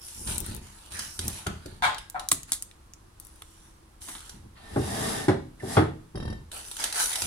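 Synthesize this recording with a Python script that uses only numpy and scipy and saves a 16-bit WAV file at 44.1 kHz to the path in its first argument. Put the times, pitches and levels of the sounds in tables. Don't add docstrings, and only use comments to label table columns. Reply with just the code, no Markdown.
import sys
import numpy as np
from scipy import signal
from scipy.fft import rfft, irfft
from scipy.io import wavfile
from scipy.ndimage import uniform_filter1d

SR = 44100
rng = np.random.default_rng(int(sys.argv[2]) if len(sys.argv) > 2 else 0)


def master(y):
    cut = np.clip(np.atleast_2d(y).T, -1, 1)
    pcm = np.round(cut * 32767)
    wavfile.write(sys.argv[1], SR, pcm.astype(np.int16))


N = 320362
TIME = np.arange(N) / SR
BASS, BODY, MIDDLE, TREBLE = (25, 300), (400, 2500), (900, 3000), (5000, 15000)
RUB_RISE_S, RUB_RELEASE_DB_PER_S = 0.026, 167

# frequency in Hz, side against mid in dB.
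WIDTH = [(60, -21), (150, -20.5), (280, -7.5), (500, -0.5), (15000, 2)]
# frequency in Hz, relative level in dB.
RUB_SPECTRUM = [(120, -31), (200, -16), (409, -14), (552, -11), (746, -9), (849, -7), (1260, -5),
                (1410, -5.5), (2470, -10), (4500, -7), (5850, -22), (9900, -120)]
# frequency in Hz, relative level in dB.
THUD_SPECTRUM = [(25, -54.5), (55, -11.5), (85, -1), (150, 1), (220, -3.5), (290, -5), (390, -5.5),
                 (540, -9.5), (760, -11), (1100, -15), (1850, -19.5), (2500, -33), (3600, -28.5),
                 (7000, -39), (10500, -32.5), (16000, -70.5)]
# frequency in Hz, relative level in dB, 60 dB decay in seconds.
JAR_MODES = [(113, -7, .35), (228, -7, .22), (325, -9, .3), (380, 5, .13), (432, -5, .18), (484, -11, .17),
             (624, -14, .22), (755, -6, .2), (1860, -23, .25)]
# frequency in Hz, relative level in dB, 60 dB decay in seconds.
GLASS_MODES = [(1795, -6.5, 0.34), (2760, -5.5, 0.063), (3163, 2, 0.029), (3750, 1, 0.062),
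               (4010, -3, 0.028), (4560, -2.5, 0.049), (5050, -1, 0.018), (5380, 1.5, 0.028),
               (5720, -5, 0.047), (7370, -11, .1), (9840, 1, 0.018), (10740, -7, 0.031)]
# start and length in seconds, relative level at top speed in dB, # grit against
# body in dB.
SHAKES = [(4.569, 0.68, -34.5, -2.5), (5.575, 0.22, -39, -0.5)]


def amp(db):
    return 10 ** (np.asarray(db) / 20)


def read(points, hz):
    point_hz, value = np.transpose(points)
    return np.interp(np.log(hz + 1), np.log(point_hz + 1), value)


def add(mix, start, sound):
    part = mix[..., max(round(start * SR), 0):][..., :sound.shape[-1]]
    part += sound[..., :part.shape[-1]]


def peaked(x, size=150):
    return x / np.sqrt(uniform_filter1d(x ** 2, size).max())


def evened(x, band=(0, SR)):
    hz = np.fft.rfftfreq(len(x), 1 / SR)
    in_band = rfft(x)[(hz >= band[0]) & (hz < band[1])]
    return x * len(x) / np.sqrt(2 * np.sum(abs(in_band) ** 2))


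def colour(x, spectrum, size=4096):
    hz = abs(np.fft.fftfreq(size, 1 / SR))
    log_gain = np.log(amp(np.maximum(read(spectrum, hz), -100)))
    taps = np.fft.ifft(np.exp(np.conj(signal.hilbert(log_gain)))).real[:size // 2]
    return signal.oaconvolve(x, taps)[:len(x)]


def soften(x, edge_hz):
    return signal.lfilter(*signal.butter(2, min(edge_hz, SR / 2 - 1), fs=SR), x)


def grains(count, per_s, spread_db):
    size = amp(spread_db * np.minimum(rng.exponential(1, count), 4))
    return size * rng.choice([-1, 1], count) * (rng.random(count) < per_s / SR)


def burst(fade_s, scatter, count=4096):
    trail = rng.standard_normal(count) * np.exp(-np.arange(count) / SR / fade_s)
    return signal.unit_impulse(count) + scatter * trail / np.linalg.norm(trail)


def ring(drive, modes):
    t = np.arange(SR // 2) / SR
    tone = sum(amp(db - 60 * t / t60) * np.sin(2 * np.pi * (hz * t + rng.random()))
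               for hz, db, t60 in modes)
    ringing = signal.oaconvolve(drive, tone)[:len(drive)]
    return ringing * drive.std() / ringing.std()


def panned(x, pan_db, shadow_hz=350):
    upper = signal.lfilter(*signal.butter(1, shadow_hz, "high", fs=SR), x)
    return x + upper * (amp([[pan_db / 2], [-pan_db / 2]]) - 1)


def diffuse(mid, side):
    width = amp(read(WIDTH, np.fft.rfftfreq(len(mid), 1 / SR)))
    left_right = rfft(mid) + np.array([[1], [-1]]) * width * rfft(side)
    return irfft(left_right / np.sqrt(1 + width ** 2), len(mid))


def friction(spectrum, band, per_s, spread_db):
    return diffuse(*(evened(colour(grains(N, per_s, spread_db), spectrum), band) for _ in range(2)))


def wander(x, patchy_db, patch_frames=16, patch_bins=5):
    spectra = signal.stft(x, nperseg=512)[2]
    patches = uniform_filter1d(rng.standard_normal(spectra.shape[1:]), patch_bins, 0)
    patches = uniform_filter1d(patches, patch_frames, 1)
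    shifted = signal.istft(spectra * amp(patchy_db * patches / patches.std()), nperseg=512)[1][:, :N]
    return shifted * x.std() / shifted.std()


def stroke(start, length, rise_s, release_db_per_s):
    t = np.maximum(TIME - start, 0)
    return np.minimum(t / rise_s, 1) * amp(-release_db_per_s * np.maximum(t - length, 0))


def kitchen(x, near_db, tail_db, near_s=0.0049, count=20000):
    # frequency in Hz, 60 dB decay in seconds.
    decay_times = [(150, 0.53), (400, 0.4), (1000, 0.32), (3000, 0.4), (8000, 0.33), (15000, 0.19)]
    t = np.arange(count) / SR
    near = rng.standard_normal((2, count)) * np.exp(-t / near_s) * (t > .0007)
    hz, frame_s, spectra = signal.stft(rng.standard_normal((2, count)) * (t > .006), SR, nperseg=256)
    decay = amp(-60 * frame_s / read(decay_times, hz)[:, None])
    tail = signal.istft(spectra * decay, SR, nperseg=256)[1][:, :count]
    echo = amp(near_db) * near / np.linalg.norm(near[0]) + amp(tail_db) * tail / np.linalg.norm(tail[0])
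    return x + signal.fftconvolve(np.atleast_2d(x), diffuse(*echo), axes=1)[:, :N]


def room_tone(air_db=-54.5):
    # frequency in Hz, relative level in dB.
    air_spectrum = [(12, -34.5), (20, 2.5), (67, -1), (154, -17.5), (228, -30.5), (328, -12), (377, -19.5),
                    (624, -24), (1120, -20), (2320, -31), (4540, -32), (7310, -34), (9950, -31.5),
                    (16000, -47.5)]
    # frequency in Hz, level in dB.
    motor_tones = [(328.4, -75.5), (1055, -84), (2552, -94)]
    air = diffuse(*(evened(colour(noise, air_spectrum)) for noise in rng.standard_normal((2, N))))
    hum = sum(amp(db) * np.sqrt(2) * np.sin(2 * np.pi * hz * TIME) for hz, db in motor_tones)
    return amp(air_db) * air + hum


def handling(resting_db=-61.5):
    # frequency in Hz, relative level in dB.
    spectrum = [(12, -32.5), (20, -7), (87, 1.5), (156, -9), (215, -5), (286, -19), (325, -11.5),
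                (687, -32), (900, -21), (1170, -37), (1980, -120)]
    # start and length in seconds, level in dB.
    shifts = [(0.15, 0.15, -45), (0.252, 0.31, -37.5), (0.897, 0.11, -49.5), (1.176, 0.11, -38.5),
              (1.652, 0.23, -47.5), (4.307, 0.146, -48), (4.695, 0.46, -43.5), (6.139, 0.17, -34.5),
              (7.217, 0.06, -38.5)]
    moving = sum(amp(db) * stroke(start, length, rise_s=0.032, release_db_per_s=118.5)
                 for start, length, db in shifts)
    return friction(spectrum, BASS, per_s=270, spread_db=0.5) * np.hypot(moving, amp(resting_db))


def tick(hz, ring_q=2.7):
    click = burst(fade_s=.0007, scatter=1.6)
    return peaked(signal.lfilter(*signal.iirpeak(hz, ring_q, SR), click))


def grip(tick_db=-1, creak_ticks_per_s=20, creak_scatter_db=3):
    # time in seconds, relative peak in dB, centre in Hz, left minus right in dB.
    ticks = [(0.3813, -21, 8650, 7.5), (0.404, -29.5, 10500, 16), (0.4637, -35, 10100, 14),
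             (0.5483, -37, 10400, 16), (1.281, -19.5, 9300, -3), (1.9462, -33.5, 4500, -1.5),
             (2.0997, -32.5, 9700, -4.5), (2.2877, -19, 7660, -0.5), (2.327, -30.5, 10630, 31.5),
             (2.4324, -33.5, 7000, 4.5), (2.6239, -24.5, 8200, 1), (2.713, -45, 3330, 0.5),
             (2.9361, -38.5, 6430, 1), (3.1999, -36.5, 9400, 7)]
    # start and length in seconds, typical peak in dB.
    creaks = [(0.318, 0.29, -42), (3.235, 0.15, -49)]
    out = np.zeros((2, N))
    for start, db, hz, pan_db in ticks:
        add(out, start, panned(amp(db + tick_db) * tick(hz), pan_db))
    for start, length, db in creaks:
        for due in np.arange(start, start + length, 1 / creak_ticks_per_s):
            jitter_s = (rng.random() - .5) / creak_ticks_per_s
            size = amp(db + creak_scatter_db * rng.standard_normal())
            add(out, due + jitter_s, panned(size * tick(hz=9300), pan_db=10.5))
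    return kitchen(out, near_db=-5.5, tail_db=-11.5)


def clacks(body_hz=2200, rattle_s=0.02):
    # time in seconds, peak in dB, body against click in dB, relative rattle level in dB.
    hits = [(2.315, -16.5, 3.5, -2.5), (2.3175, -9.5, 10.5, -24), (2.520, -15.5, 0, -5.5),
            (2.532, -23.5, -8, -3), (3.421, -36, 19.5, -25), (4.085, -37.5, 16, 11), (4.152, -37, 26, 1)]
    # frequency in Hz, relative level in dB.
    spectrum = [(59, -51), (100, -16.5), (289, -10), (471, -24), (721, -13), (1230, -12.5), (1550, -12),
                (1910, -11.5), (2800, -16.5), (3540, -2.5), (5300, -8), (7940, 1.5), (8640, 0.5),
                (10700, 0.5), (16000, -24.5)]
    out = np.zeros(N)
    for start, db, body_db, rattle_db in hits:
        contact = burst(fade_s=0.0018, scatter=2.9, count=12000)
        rattle = burst(fade_s=rattle_s, scatter=4 * amp(rattle_db), count=12000)
        blow = colour(contact + rattle, spectrum)
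        add(out, start, amp(db) * peaked(blow + (amp(body_db) - 1) * soften(blow, body_hz)))
    return kitchen(out, near_db=-11.0, tail_db=-15)


def dish(blow_db=-3.5, ring_db=-6, touch_gap_s=0.0068, first_touch_db=-3, first_edge_ratio=0.77):
    # start and length in seconds, relative peak in dB, treble edge in Hz.
    landings = [(1.465, 0.0045, -28.5, 2800), (1.823, 0.0307, -18.5, 4500), (2.145, 0.018, -30, 995)]
    # frequency in Hz, relative level in dB.
    spectrum = [(350, -33.5), (520, -24.5), (700, -11.5), (800, -5), (1250, -10.5), (1650, -9.5),
                (2200, -18), (2700, -22), (3400, -14), (5400, -25.5), (9700, -15.5), (14000, -19.5)]
    # frequency in Hz, relative level in dB, 60 dB decay in seconds.
    modes = [(826, -24, 0.26), (1043, -23, 0.55), (1250, 19.5, 0.16), (1620, -8, 0.69), (2300, 27, 0.21),
             (2401, -4, 0.27), (2573, -12.5, 0.22), (2837, -27, 0.76), (2966, -16.5, 0.36),
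             (3150, -21, 0.27), (3600, -18, 0.42), (4565, -20, 0.51), (5986, -22, 0.27)]
    blows = np.zeros(N)
    for start, length, db, edge_hz in landings:
        for t in np.arange(0, length, touch_gap_s):
            loose = (1 - t / length) ** 2
            touch = colour(burst(fade_s=0.003, scatter=1.1), spectrum)
            touch = soften(touch, edge_hz * first_edge_ratio ** loose)
            add(blows, start + t, amp(db + first_touch_db * loose) * peaked(touch))
    ringing = amp(ring_db) * diffuse(ring(blows, modes), ring(blows, modes))
    return panned(kitchen(amp(blow_db) * blows, near_db=4.5, tail_db=6.5) + ringing, pan_db=4)


def paper(fizz_db=0.5, body_db=-1, crease_db=-2, small_crease_db=-12):
    # start and length in seconds, relative level in dB, body against fizz in dB.
    rubs = [(0.0, 0.13, -47, -10.5), (0.13, 0.14, -44, -15), (0.26, 0.075, -37.5, -6),
            (0.422, 0.096, -48.5, 0), (0.6, 0.28, -56.5, -4), (0.898, 0.15, -44, -5),
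            (0.99, 0.35, -48, -14.5), (1.189, 0.2, -46.5, -3), (1.5, 0.26, -63.5, 2.5),
            (2.195, 0.01, -63, -5.5), (2.47, 0.018, -48.5, -3.5), (3.188, 0.48, -62, -7),
            (4.003, 0.13, -46, -9.5), (4.056, 0.25, -54, -3.5), (6.51, 0.068, -43.5, -3),
            (6.63, 0.17, -47.5, -10), (6.775, 0.082, -38, -1), (6.928, 0.04, -33.5, -3.5),
            (6.966, 0.068, -27.5, -8.5), (7.072, 0.31, -36, -8)]
    # frequency in Hz, relative level in dB.
    fizz_spectrum = [(1760, -49), (3000, -4), (3610, -23.5), (5350, 1.5), (5990, 2.5), (6530, -1),
                     (10300, 6), (12400, -8.5), (15100, -10), (16100, -34), (16500, -53)]
    # time in seconds, relative peak in dB.
    creases = [(0.2735, -31), (0.9922, -25), (1.1917, -23), (1.468, -27), (1.66, -38.5), (1.9828, -32),
               (2.1957, -31), (4.2944, -36), (6.5165, -36), (6.7138, -31), (6.7672, -30), (6.8407, -18),
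               (6.926, -24.5), (7.1309, -26), (7.1565, -22.5), (7.22, -20)]
    # frequency in Hz, relative level in dB.
    snap_spectrum = [(180, -38), (300, -4), (528, -14), (1170, -5.5), (2320, -8.5), (3520, 0.5), (5250, -4),
                     (9880, 0), (14200, -19), (16000, -26)]
    fizz_gain, body_gain = np.zeros(N), np.zeros(N)
    for start, length, db, low_db in rubs:
        gain = amp(db) * stroke(start, length, RUB_RISE_S, RUB_RELEASE_DB_PER_S)
        fizz_gain = np.hypot(fizz_gain, gain)
        body_gain = np.hypot(body_gain, gain * amp(low_db))
    fizz = amp(fizz_db) * friction(fizz_spectrum, TREBLE, per_s=7800, spread_db=6.0)
    body = amp(body_db) * friction(RUB_SPECTRUM, MIDDLE, per_s=2500, spread_db=3.5)
    sliding = wander(fizz * fizz_gain + body * body_gain, patchy_db=3.5)
    small_creases = evened(colour(grains(N, per_s=17, spread_db=2.0), snap_spectrum))
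    snaps = amp(small_crease_db) * fizz_gain * small_creases
    for start, db in creases:
        snap = colour(burst(fade_s=.002, scatter=1.8), snap_spectrum)
        add(snaps, start, amp(db + crease_db) * peaked(snap))
    return kitchen(sliding, near_db=-10.5, tail_db=-6.5) + kitchen(snaps, near_db=0, tail_db=-4.5)


def grab(start_s=4.545, length_s=0.18, level_db=-54, ring_db=2):
    skin = friction(RUB_SPECTRUM, MIDDLE, per_s=5000, spread_db=1.0)
    rub = soften(skin + amp(ring_db) * ring(skin.mean(0), GLASS_MODES), edge_hz=2900)
    return amp(level_db) * rub / rub.std() * stroke(start_s, length_s, RUB_RISE_S, RUB_RELEASE_DB_PER_S)


def squeak():
    # time in seconds, pitch in Hz, level in dB.
    glide = [(5.598, 2050, -52), (5.607, 1900, -45.5), (5.627, 1490, -62)]
    times, hz, db = np.transpose(glide)
    pitch = np.interp(TIME, times, hz) * (1 + .5 * rng.standard_normal(N))
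    gain = amp(np.interp(TIME, times, db, left=-120, right=-120))
    return gain * np.sqrt(2) * np.sin(2 * np.pi * np.cumsum(pitch) / SR)


def chatter(start_s=6.155, gap_s=0.0232, first_db=-36.5, loss_db=0.4, glass_db=-6, bump_db=4):
    touches, at_s = np.zeros(N), start_s
    for k in range(8):
        db = first_db - loss_db * k + 0.2 * rng.standard_normal()
        add(touches, at_s, amp(db) * peaked(burst(fade_s=0.0042, scatter=1.15)))
        at_s += gap_s * rng.uniform(.8, 1.2)
    bumps = soften(colour(touches, THUD_SPECTRUM), edge_hz=2200)
    bumps *= amp(bump_db) * touches.std() / bumps.std()
    pings = amp(glass_db) * ring(touches, GLASS_MODES)
    return kitchen(pings, near_db=3.5, tail_db=-2) + kitchen(bumps, near_db=0.5, tail_db=-8)


def thuds(blow_db=-2, jar_db=15, count=14000):
    # start in seconds, relative peak in dB, settling time in seconds, treble edge in Hz.
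    thumps = [(1.193, -45, 0.019, 342), (1.275, -36, 0.015, 2500), (1.462, -25.5, 0.018, 333),
              (1.657, -37, 0.016, 500), (2.316, -35.5, 0.016, 260), (4.761, -21.5, 0.015, 1700),
              (4.794, -33, 0.0085, 324), (5.282, -12.5, 0.0267, 8100), (5.625, -37, 0.0756, 940),
              (5.768, -13, 0.024, 3330), (6.147, -39.5, 0.014, 1200)]
    blows, shoves = np.zeros(N), np.zeros(N)
    t = np.arange(count) / SR
    for start, db, settle_s, edge_hz in thumps:
        settling = (1 + 2 * t / settle_s) * np.exp(-2 * t / settle_s)
        impacts = colour(grains(count, per_s=2500, spread_db=0.83) * settling, THUD_SPECTRUM)
        add(blows, start, amp(db) * peaked(soften(impacts, edge_hz), size=400))
        if start > SHAKES[0][0]:
            shove = peaked(soften(signal.unit_impulse(count), edge_hz), size=20)
            add(shoves, start + settle_s / 10, amp(db + jar_db) * shove)
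    return kitchen(amp(blow_db) * blows, near_db=-3.5, tail_db=-4.5) + ring(shoves, JAR_MODES)


def push(start, length, top_speed_at=0.77, start_db=-31, end_db=-7.5, stop_db_per_s=250):
    progress = np.clip((TIME - start) / length, 0, 1)
    gather = np.maximum(1 - progress / top_speed_at, 0)
    brake = np.maximum((progress - top_speed_at) / (1 - top_speed_at), 0)
    stopped_s = np.maximum(TIME - start - length, 0)
    return (TIME > start) * amp(start_db * gather ** 2 + end_db * brake ** 2 - stop_db_per_s * stopped_s)


def shake(level_db=-1, grit_exponent=1.08, jar_db=-7, glass_db=-11):
    # frequency in Hz, relative level in dB.
    body_spectrum = [(40, -40), (80, -0.5), (190, 3.5), (280, -1.5), (440, 2), (530, -9.5), (620, -1),
                     (1000, -5.5), (1450, -9.5), (1870, -7.5), (2400, -16), (3300, -15), (3700, -12),
                     (4100, -15.5), (6000, -37)]
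    # frequency in Hz, relative level in dB.
    grit_spectrum = [(2060, -41), (3500, -5), (4240, -3), (5000, 7.5), (6490, 3), (10100, 8), (15000, -16),
                     (15700, -40.5), (16000, -93)]
    body_gain = sum(amp(db + level_db) * push(start, length) for start, length, db, _ in SHAKES)
    grit_gain = sum(amp(db + grit_db + level_db) * push(start, length) ** grit_exponent
                    for start, length, db, grit_db in SHAKES)
    body = wander(friction(body_spectrum, BODY, per_s=7000, spread_db=3.5), patchy_db=1.0) * body_gain
    grit = friction(grit_spectrum, TREBLE, per_s=12000, spread_db=6.0) * grit_gain
    hollow = amp(jar_db) * ring(body.mean(0), JAR_MODES)
    wall = amp(glass_db) * ring((body + grit).mean(0), GLASS_MODES)
    return kitchen(body + grit + squeak(), near_db=-6.0, tail_db=-5.5) + hollow + wall


def scene():
    jar = panned(grab() + thuds() + shake() + chatter(), pan_db=1.5)
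    package = panned(paper(), pan_db=-0.4)
    return package + grip() + clacks() + dish() + jar + room_tone() + handling()


def record(dry, port_turn_rad=1.37, overload=0.9, edge_hz=16100):
    # frequency in Hz, left minus right in dB.
    imbalance = [(100, 0), (350, -1.5), (600, 0.5), (850, 0.5), (1400, 0.5), (2000, -4.5), (2600, -6),
                 (3500, -3.5), (6500, -2), (8700, -4), (10400, 7.5), (12000, 2.5), (15000, -1.5)]
    hz = np.fft.rfftfreq(N, 1 / SR)
    port = amp(read(imbalance, hz) / 2) * np.exp(.5j * port_turn_rad * amp(read(WIDTH, hz)))
    heard = irfft(rfft(dry) * np.array([port, 1 / port]), N)
    heard = np.clip(heard, -overload, overload)
    low_pass = signal.firwin(301, edge_hz, window=("kaiser", 9), fs=SR)
    return signal.oaconvolve(heard, low_pass[None], "same")


dry = scene()
out = record(dry)
master(out)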